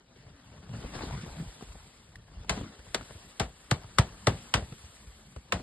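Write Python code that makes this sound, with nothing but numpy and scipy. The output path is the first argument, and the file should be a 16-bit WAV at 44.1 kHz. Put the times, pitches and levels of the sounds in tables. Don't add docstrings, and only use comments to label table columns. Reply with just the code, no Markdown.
import sys
import numpy as np
from scipy import signal
from scipy.fft import rfft, irfft, next_fast_len
from scipy.io import wavfile
from scipy.ndimage import uniform_filter1d, minimum_filter1d

SR = 44100
rng = np.random.default_rng(int(sys.argv[2]) if len(sys.argv) > 2 else 0)


def boost(x):
    u = np.asarray(x, float) / 20
    return 10 ** u


def inscribe(sig):
    pcm = np.round(np.clip(np.atleast_2d(sig).T, -1, 1) * 32767)
    wavfile.write(sys.argv[1], SR, pcm.astype(np.int16))


N = 248238

# [t/s, crack level/dB, pole tick f/Hz, tick level over crack/dB, loosened snow level over crack/dB]
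BLOWS = [
    (2.156, -52, 1840, 20, -27),
    (2.494, -18, 1550, -33, -8.5),
    (2.945, -19.5, 1570, 1, -13.5),
    (3.397, -20, 1780, -29, -8),
    (3.711, -12, 4160, -10, -18),
    (3.984, -8, 1790, -20, -17.5),
    (4.269, -12.5, 2220, -12, -13.5),
    (4.539, -12.5, 3010, 5, -11),
    (5.522, -17, 2620, 7, -11.5),
]
# [f/Hz, level/dB]
CRACK = [(150, -1.5), (330, -2.5), (720, 5), (1300, 1.5), (2200, -2), (3500, -4.5), (6000, -11),
         (9000, -14.5), (11500, -23), (12500, -48)]
# [f/Hz, arrival t/s]
LAG = [(100, 0.01323), (300, 0.00709), (600, 0.0026), (1500, 0.0005), (4000, 0.0002)]
# [f/Hz, level/dB]
SLAP = [(150, 2), (280, 1), (450, -1), (700, -11.5), (1100, -59)]


def evened(x):
    return x / np.sqrt(np.mean(x ** 2) + 1e-20)


def peak_one(x):
    return x / abs(x[0]).max()


def read(points, hz):
    f, value = np.transpose(points)
    return np.interp(np.log(hz + 1), np.log(f + 1), value, left=value[0])


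def add(mix, s, sound):
    part = mix[..., round(s * SR):][..., :sound.shape[-1]]
    part += sound[..., :part.shape[-1]]


def colour(x, points, lag=None):
    size = next_fast_len(x.shape[-1] + 2048)
    hz = np.fft.rfftfreq(size, 1 / SR)
    gain = boost(read(points, hz)) * (hz < 1.05 * points[-1][0])
    if lag is not None:
        phase = 2 * np.pi * np.cumsum(read(lag, hz)) * hz[1]
        gain = gain * np.exp(-1j * phase)
    return irfft(rfft(x, size) * gain, size)[..., :x.shape[-1]]


def bed(points, patchy_db, flicker_db, grain_db, size):
    grains = boost(grain_db * np.repeat(rng.exponential(1, N // 40 + 1), 40)[:N])
    noise = colour(grains * rng.standard_normal((2, N)), points)
    f, t, z = signal.stft(noise, SR, nperseg=size)
    patches = uniform_filter1d(rng.standard_normal(z.shape[1:]), 5, 0)
    patches = evened(uniform_filter1d(patches, 8, 1))
    flicker = evened(uniform_filter1d(rng.standard_normal(len(t)), 3))
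    z *= boost(patchy_db * patches + flicker_db * flicker)
    return evened(signal.istft(z, SR, nperseg=size)[1][:, :N])


def rustle():
    # [t/s, wind level/dB, drifting snow level/dB]
    weather = [(0, -56.5, -83.5), (.65, -49.5, -73.5), (1.45, -56, -64), (1.9, -55, -68),
               (2.25, -53.5, -77.5), (2.5, -55, -80.5), (2.9, -53, -65.5), (3.28, -53.5, -64.5),
               (3.499, -58, -68.5), (3.95, -52, -67.5), (4.45, -65, -63.5), (4.9, -59.5, -64),
               (5.3, -59, -69.5), (5.63, -48.5, -77.5)]
    # [start t/s, hold t/s, rustle level/dB, rumble level over rustle/dB]
    stirs = [(0.162, 0.036, -61.5, 1), (0.443, 0.12, -68, 1), (0.74, 0.13, -50, 8), (0.952, 0.097, -45, 4),
             (1.131, .26, -53, 5.5), (1.62, 0.027, -57.5, -2), (2.317, .12, -61.5, 2.5),
             (2.518, 0.045, -48.5, -3), (2.553, 0.027, -53.5, 8), (2.978, 0.12, -60.5, 0),
             (3.73, 0.15, -61, -9), (4.046, .08, -56.5, 4.5), (4.317, 0.047, -55.5, 7),
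             (4.62, 0.093, -66.5, 17), (5.56, 0.089, -54.5, -1)]
    # [f/Hz, level/dB]
    body_curve = [(150, -2), (300, 0), (600, -3.5), (1200, -5), (2500, -9.5), (5000, -13), (7000, -19)]
    # [f/Hz, level/dB]
    fizz_curve = [(1500, -5.5), (3500, -4), (6000, -8.5), (8500, -6), (10500, -6.5), (11600, -6),
                  (12300, -50)]
    # [f/Hz, level/dB]
    rumble_curve = [(20, -36), (40, 4.5), (60, 1), (120, -0.5), (220, -8), (350, -22.5), (600, -20.5)]
    rise_db_per_s, fall_db_per_s = 300, 64.5
    t = np.arange(N) / SR
    s, *columns = np.transpose(weather)
    wind, drift = (boost(np.interp(t, s, c)) for c in columns)
    stir, heft = np.zeros(N), np.zeros(N)
    for start, hold, db, rumble_db in stirs:
        swell_db = np.maximum(rise_db_per_s * (start - t), 0)
        decay_db = np.maximum(fall_db_per_s * (t - start - hold), 0)
        shape = boost(db - swell_db - decay_db)
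        stir = np.hypot(stir, shape)
        heft = np.hypot(heft, boost(rumble_db) * shape)
    weather_stir = np.hypot(boost(-10.5) * wind, boost(-4.5) * drift)
    cloth = np.hypot(stir, weather_stir)
    snow = np.hypot(drift, boost(-15.5) * stir)
    body = boost(1.5) * cloth * bed(body_curve, patchy_db=3.0, flicker_db=1.5, grain_db=1.5, size=512)
    fizz = boost(9.5) * snow * bed(fizz_curve, patchy_db=1.4, flicker_db=1.2, grain_db=0.0, size=512)
    rumble = bed(rumble_curve, patchy_db=5.5, flicker_db=1.0, grain_db=0.35, size=1024)
    return body + fizz + boost(0.5) * np.hypot(wind, heft) * rumble


def moan(width_hz=11.7):
    # [t/s, f/Hz, level/dB]
    course = [(0, 240.7, -87), (0.298, 290.2, -64.5), (0.6, 248.2, -74), (1.697, 149.6, -69),
              (2.1, 238.8, -68), (2.399, 203, -90.5), (3.601, 202, -87), (4.15, 180, -61),
              (4.5, 243.4, -64), (4.9, 208, -71), (5.25, 214.7, -62.5), (5.63, 207, -81)]
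    s, *columns = np.transpose(course)
    hz, db = (np.interp(np.arange(N) / SR, s, c) for c in columns)
    lowpass = signal.butter(2, width_hz / 2, fs=SR)
    slow = signal.lfilter(*lowpass, rng.standard_normal((2, N)))
    carrier = np.exp(2j * np.pi * np.cumsum(hz) / SR)
    return boost(db) * evened(((slow[0] + 1j * slow[1]) * carrier).real)


def boom(hz, cycles, sag):
    t = np.arange(round(.15 * SR)) / SR
    turns = np.cumsum(hz * (1 + sag * np.exp(-t * hz / 0.32))) / SR
    swing = np.sin(2 * np.pi * turns) * np.sqrt(turns) * np.exp(-(turns / cycles) ** 2)
    return swing / abs(swing).max()


def snap(length, spread_db):
    t = np.arange(round(.06 * SR)) / SR
    sizes = boost(spread_db * rng.exponential(1, (2, len(t)))) * rng.standard_normal((2, len(t)))
    return sizes * np.minimum(t / 0.0019, 1) * np.exp(-(t / length) ** 0.61)


def lumps():
    # [t/s, level/dB, f/Hz, slap level over thud/dB]
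    thuds = [(0.516, -42, 70.1, -6), (0.739, -32.5, 87, -8), (0.778, -33, 53.8, -13),
             (0.836, -31, 53.6, 1.5), (0.951, -35, 181, -0.5), (1.005, -29, 98, -3.5),
             (1.029, -28.5, 79, 1), (1.068, -32, 153, -25), (1.234, -28, 152, -5.5), (1.27, -33, 119, -3.5),
             (1.398, -33.5, 186, -6), (1.423, -31, 207, -23), (1.46, -32, 99, -28), (1.623, -32, 173, -15),
             (1.75, -39.5, 144, -8), (2.575, -24, 210, -13), (2.629, -28.5, 102, -10.5),
             (2.788, -37, 52.3, -22), (2.864, -47, 51.1, 1), (3.01, -38.5, 244, -7.5),
             (3.103, -38.5, 95, -2), (3.151, -33, 80.7, -12), (3.844, -32.5, 95, -19),
             (4.329, -28, 84.4, -26), (4.623, -28, 65.5, -15), (4.722, -29, 116, -12),
             (4.839, -34.5, 63.1, -35), (5.07, -34, 52, -22), (5.365, -27, 61, -12), (5.594, -33, 51.1, -1)]
    out = np.zeros((2, N))
    for s, db, hz, slap_db in thuds:
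        contact = snap(length=0.004, spread_db=-8.0)
        add(out, s, boost(db - 7.0) * boom(hz, cycles=1.49, sag=0.96))
        add(out, s, boost(db + slap_db - 3) * peak_one(colour(contact, SLAP, LAG)))
        add(out, s, boost(db - 20) * peak_one(colour(contact, CRACK[2:7])))
    return out


def ticks():
    # [t/s, level/dB, f/Hz]
    contacts = [(0.695, -43, 570), (0.739, -43, 1500), (1.008, -30.5, 900), (1.262, -36, 416),
                (1.623, -36, 400), (1.609, -41, 450), (1.721, -44.5, 900), (1.753, -44, 600),
                (1.726, -46, 5540), (2.446, -40.5, 496), (2.576, -38.5, 1200), (2.611, -33.5, 479),
                (2.791, -44.5, 1470), (2.866, -45.5, 600), (3.01, -37, 1300), (3.107, -40.5, 746),
                (3.842, -42.5, 720), (4.624, -36.5, 611), (4.724, -42.5, 1500), (5.361, -40.5, 1100),
                (5.363, -35.5, 380), (5.597, -38, 720)]
    out = np.zeros((2, N))
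    for s, db, hz in contacts:
        hump = [(hz / 3, -22), (hz, 0), (hz * 2, -9), (hz * 4, -24), (24000, -36)]
        add(out, s, boost(db) * peak_one(colour(snap(length=0.0012, spread_db=1), hump)))
    return out


def blows():
    # [f/Hz, t60/s]
    tail_t60 = [(60, 0.43), (160, 0.12), (420, 0.15), (1100, 0.099), (2910, 0.11), (7680, 0.11)]
    usual_crack_db = -13.5
    out, t = np.zeros((2, N)), np.arange(400) / SR
    for s, db, hz, tick_db, tail_db in BLOWS:
        sizzle_db = -7.5 - 0.47 * np.clip(db - usual_crack_db, -22, 8)
        crack = colour(snap(length=0.0023, spread_db=3.5), CRACK[:5] + [(3500, -19.5)], LAG)
        sizzle = colour(snap(length=0.0016, spread_db=-1.0), [(2000, -12.5)] + CRACK[5:])
        add(out, s, boost(db - 1) * peak_one(crack))
        add(out, s, boost(db + sizzle_db + 8) * peak_one(sizzle))
        tick = np.sin(2 * np.pi * hz * t) * t / 0.0026 * np.exp(1 - t / 0.00091)
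        add(out, s, boost(db + tick_db) * tick)
        swish = colour(rng.standard_normal((2, 400)), CRACK[3:]) * t / t[-1]
        add(out, s - t[-1], boost(db - 25.5) * peak_one(swish))
        noise = colour(rng.standard_normal((2, 13230)), CRACK)
        f, frame, z = signal.stft(noise, SR, nperseg=256)
        fade = boost(-60 * frame / (1.554 * read(tail_t60, f))[:, None])
        fade = fade * (frame > read(LAG, f)[:, None] + .003)
        flicker = boost(1.2 * rng.standard_normal(len(frame)))
        z = z / np.sqrt(np.mean(abs(z) ** 2)) * fade * flicker
        add(out, s, boost(db + tail_db - 22.5) * signal.istft(z, SR, nperseg=256)[1])
    return out


def shudder(t60, rise):
    # [f/Hz, level/dB]
    flutter_curve = [(30, -36), (55, 13), (90, 1.5), (200, -2), (400, -20.5), (600, -14)]
    t = np.arange(round(.3 * SR)) / SR
    flutter = evened(colour(rng.standard_normal(len(t)), flutter_curve))
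    return flutter * (1 - np.exp(-t / rise)) * boost(-60 * t / t60)


def dome():
    # [boom level/dB, f/Hz, swings, slap level over boom/dB]
    answers = [
        (-52, 170, 1.7, -10),
        (-27, 124, 0.75, -2.5),
        (-42, 160, 0.67, -14),
        (-25, 121, 1.2, 2),
        (-15.5, 114, 1.4, -10.5),
        (-11.5, 101, 1.22, -25),
        (-16, 101, 1.37, -3),
        (-24, 99.5, 1.85, -8),
        (-29, 94, 1.8, -5),
    ]
    boom_delay_s = 0.00955
    out = np.zeros((2, N))
    for (blow_s, crack_db, _, _, loose_db), (db, hz, swings, slap_db) in zip(BLOWS, answers):
        s = blow_s + boom_delay_s
        add(out, s, -boost(db) * boom(hz, swings, sag=0.74))
        add(out, s + 0.0025, boost(crack_db + loose_db - 3.5) * shudder(t60=0.27, rise=0.0043))
        slap = colour(snap(length=0.0062, spread_db=2.0), SLAP)
        add(out, s - .003, boost(db + slap_db) * peak_one(slap))
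    return out


def ports(a, b):
    # [f/Hz, likeness 0..1]
    likeness = [(60, 1), (250, .99), (700, 0.78), (1500, 0.85), (2500, 0.38), (4500, 0.16), (5500, 0.97),
                (12000, 0.68)]
    # [f/Hz, left minus right/dB]
    shading = [(150, 0.5), (300, 1.5), (470, 4.5), (700, 7.5), (1100, 6.5), (1500, 4.5), (1900, 2.5),
               (3600, 1.5), (6000, 1)]
    # [f/Hz, left leads by/rad]
    phase_lead = [(60, 0), (700, 0), (1300, -.5), (1800, 0), (2500, 2.5), (3000, 1.6), (4000, .2),
                  (4700, 1.2), (5300, 2.2), (6100, 3.14), (7900, 6.28), (10200, 9.4), (11100, 10.2),
                  (12000, 11.4)]
    hz = np.fft.rfftfreq(N, 1 / SR)
    same = np.clip(read(likeness, hz), 0, 1)
    lean = boost(read(shading, hz) / 2)
    right = same * rfft(a) + np.sqrt(1 - same ** 2) * rfft(b)
    right = right * np.exp(-1j * read(phase_lead, hz)) / lean
    return np.array([irfft(rfft(a) * lean, N), irfft(right, N)])


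def scene():
    a, b = rustle() + moan() + lumps() + ticks() + blows() + dome()
    return ports(a, b)


def joint_stereo(x, jump_db=26., open_s=.011, waver_db=1.2, top_share=.15):
    # [f/Hz, level/dB]
    drop_curve = [(1500, -30), (1800, -9), (2500, -4.8), (4900, -4.8), (5300, -2.3), (7000, -1.7),
                  (12000, -2)]
    treble = abs(uniform_filter1d((np.diff(x, prepend=0) ** 2).sum(axis=0), 130))
    jumps = treble > boost(jump_db) * np.roll(abs(uniform_filter1d(treble, 900)), 900)
    jumps[:2000] = False
    held = -minimum_filter1d(-1. * jumps, round(open_s * SR))
    attack = x * uniform_filter1d(np.roll(held, 100), 130)
    left, right = x - attack
    form = dict(window="cosine", nperseg=2048, noverlap=1024)
    lead = 1024 - 529
    shift = np.pad([left + right, left - right], ((0, 0), (lead, 0)))
    f, t, z = signal.stft(shift, SR, **form)
    bands = (abs(z[:, :1024]) ** 2).reshape(2, 128, 8, -1).sum(axis=2) + 1e-20
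    limit_db = read(drop_curve, f[4:1024:8])[:, None] + waver_db * rng.standard_normal(bands.shape)
    keep = bands > bands[::-1] * boost(2 * limit_db)
    lucky = rng.random((2, 31, len(t))) < [[[top_share]], [[.1]]]
    keep[:, 66:] &= np.repeat(lucky, 2, axis=1)
    z[:, :1024] *= np.repeat(keep, 8, axis=1)
    mid, side = signal.istft(z, SR, **form)[1][:, lead:][:, :N]
    return attack + np.array([mid + side, mid - side]) / 2


def band_limit(x):
    return signal.sosfilt(signal.butter(12, 12980, fs=SR, output="sos"), x)


def record(dry):
    bass_cut = signal.butter(2, 32, "high", fs=SR, output="sos")
    mix = joint_stereo(signal.sosfilt(bass_cut, dry))
    return band_limit(mix)


dry = scene()
out = record(dry)
inscribe(out)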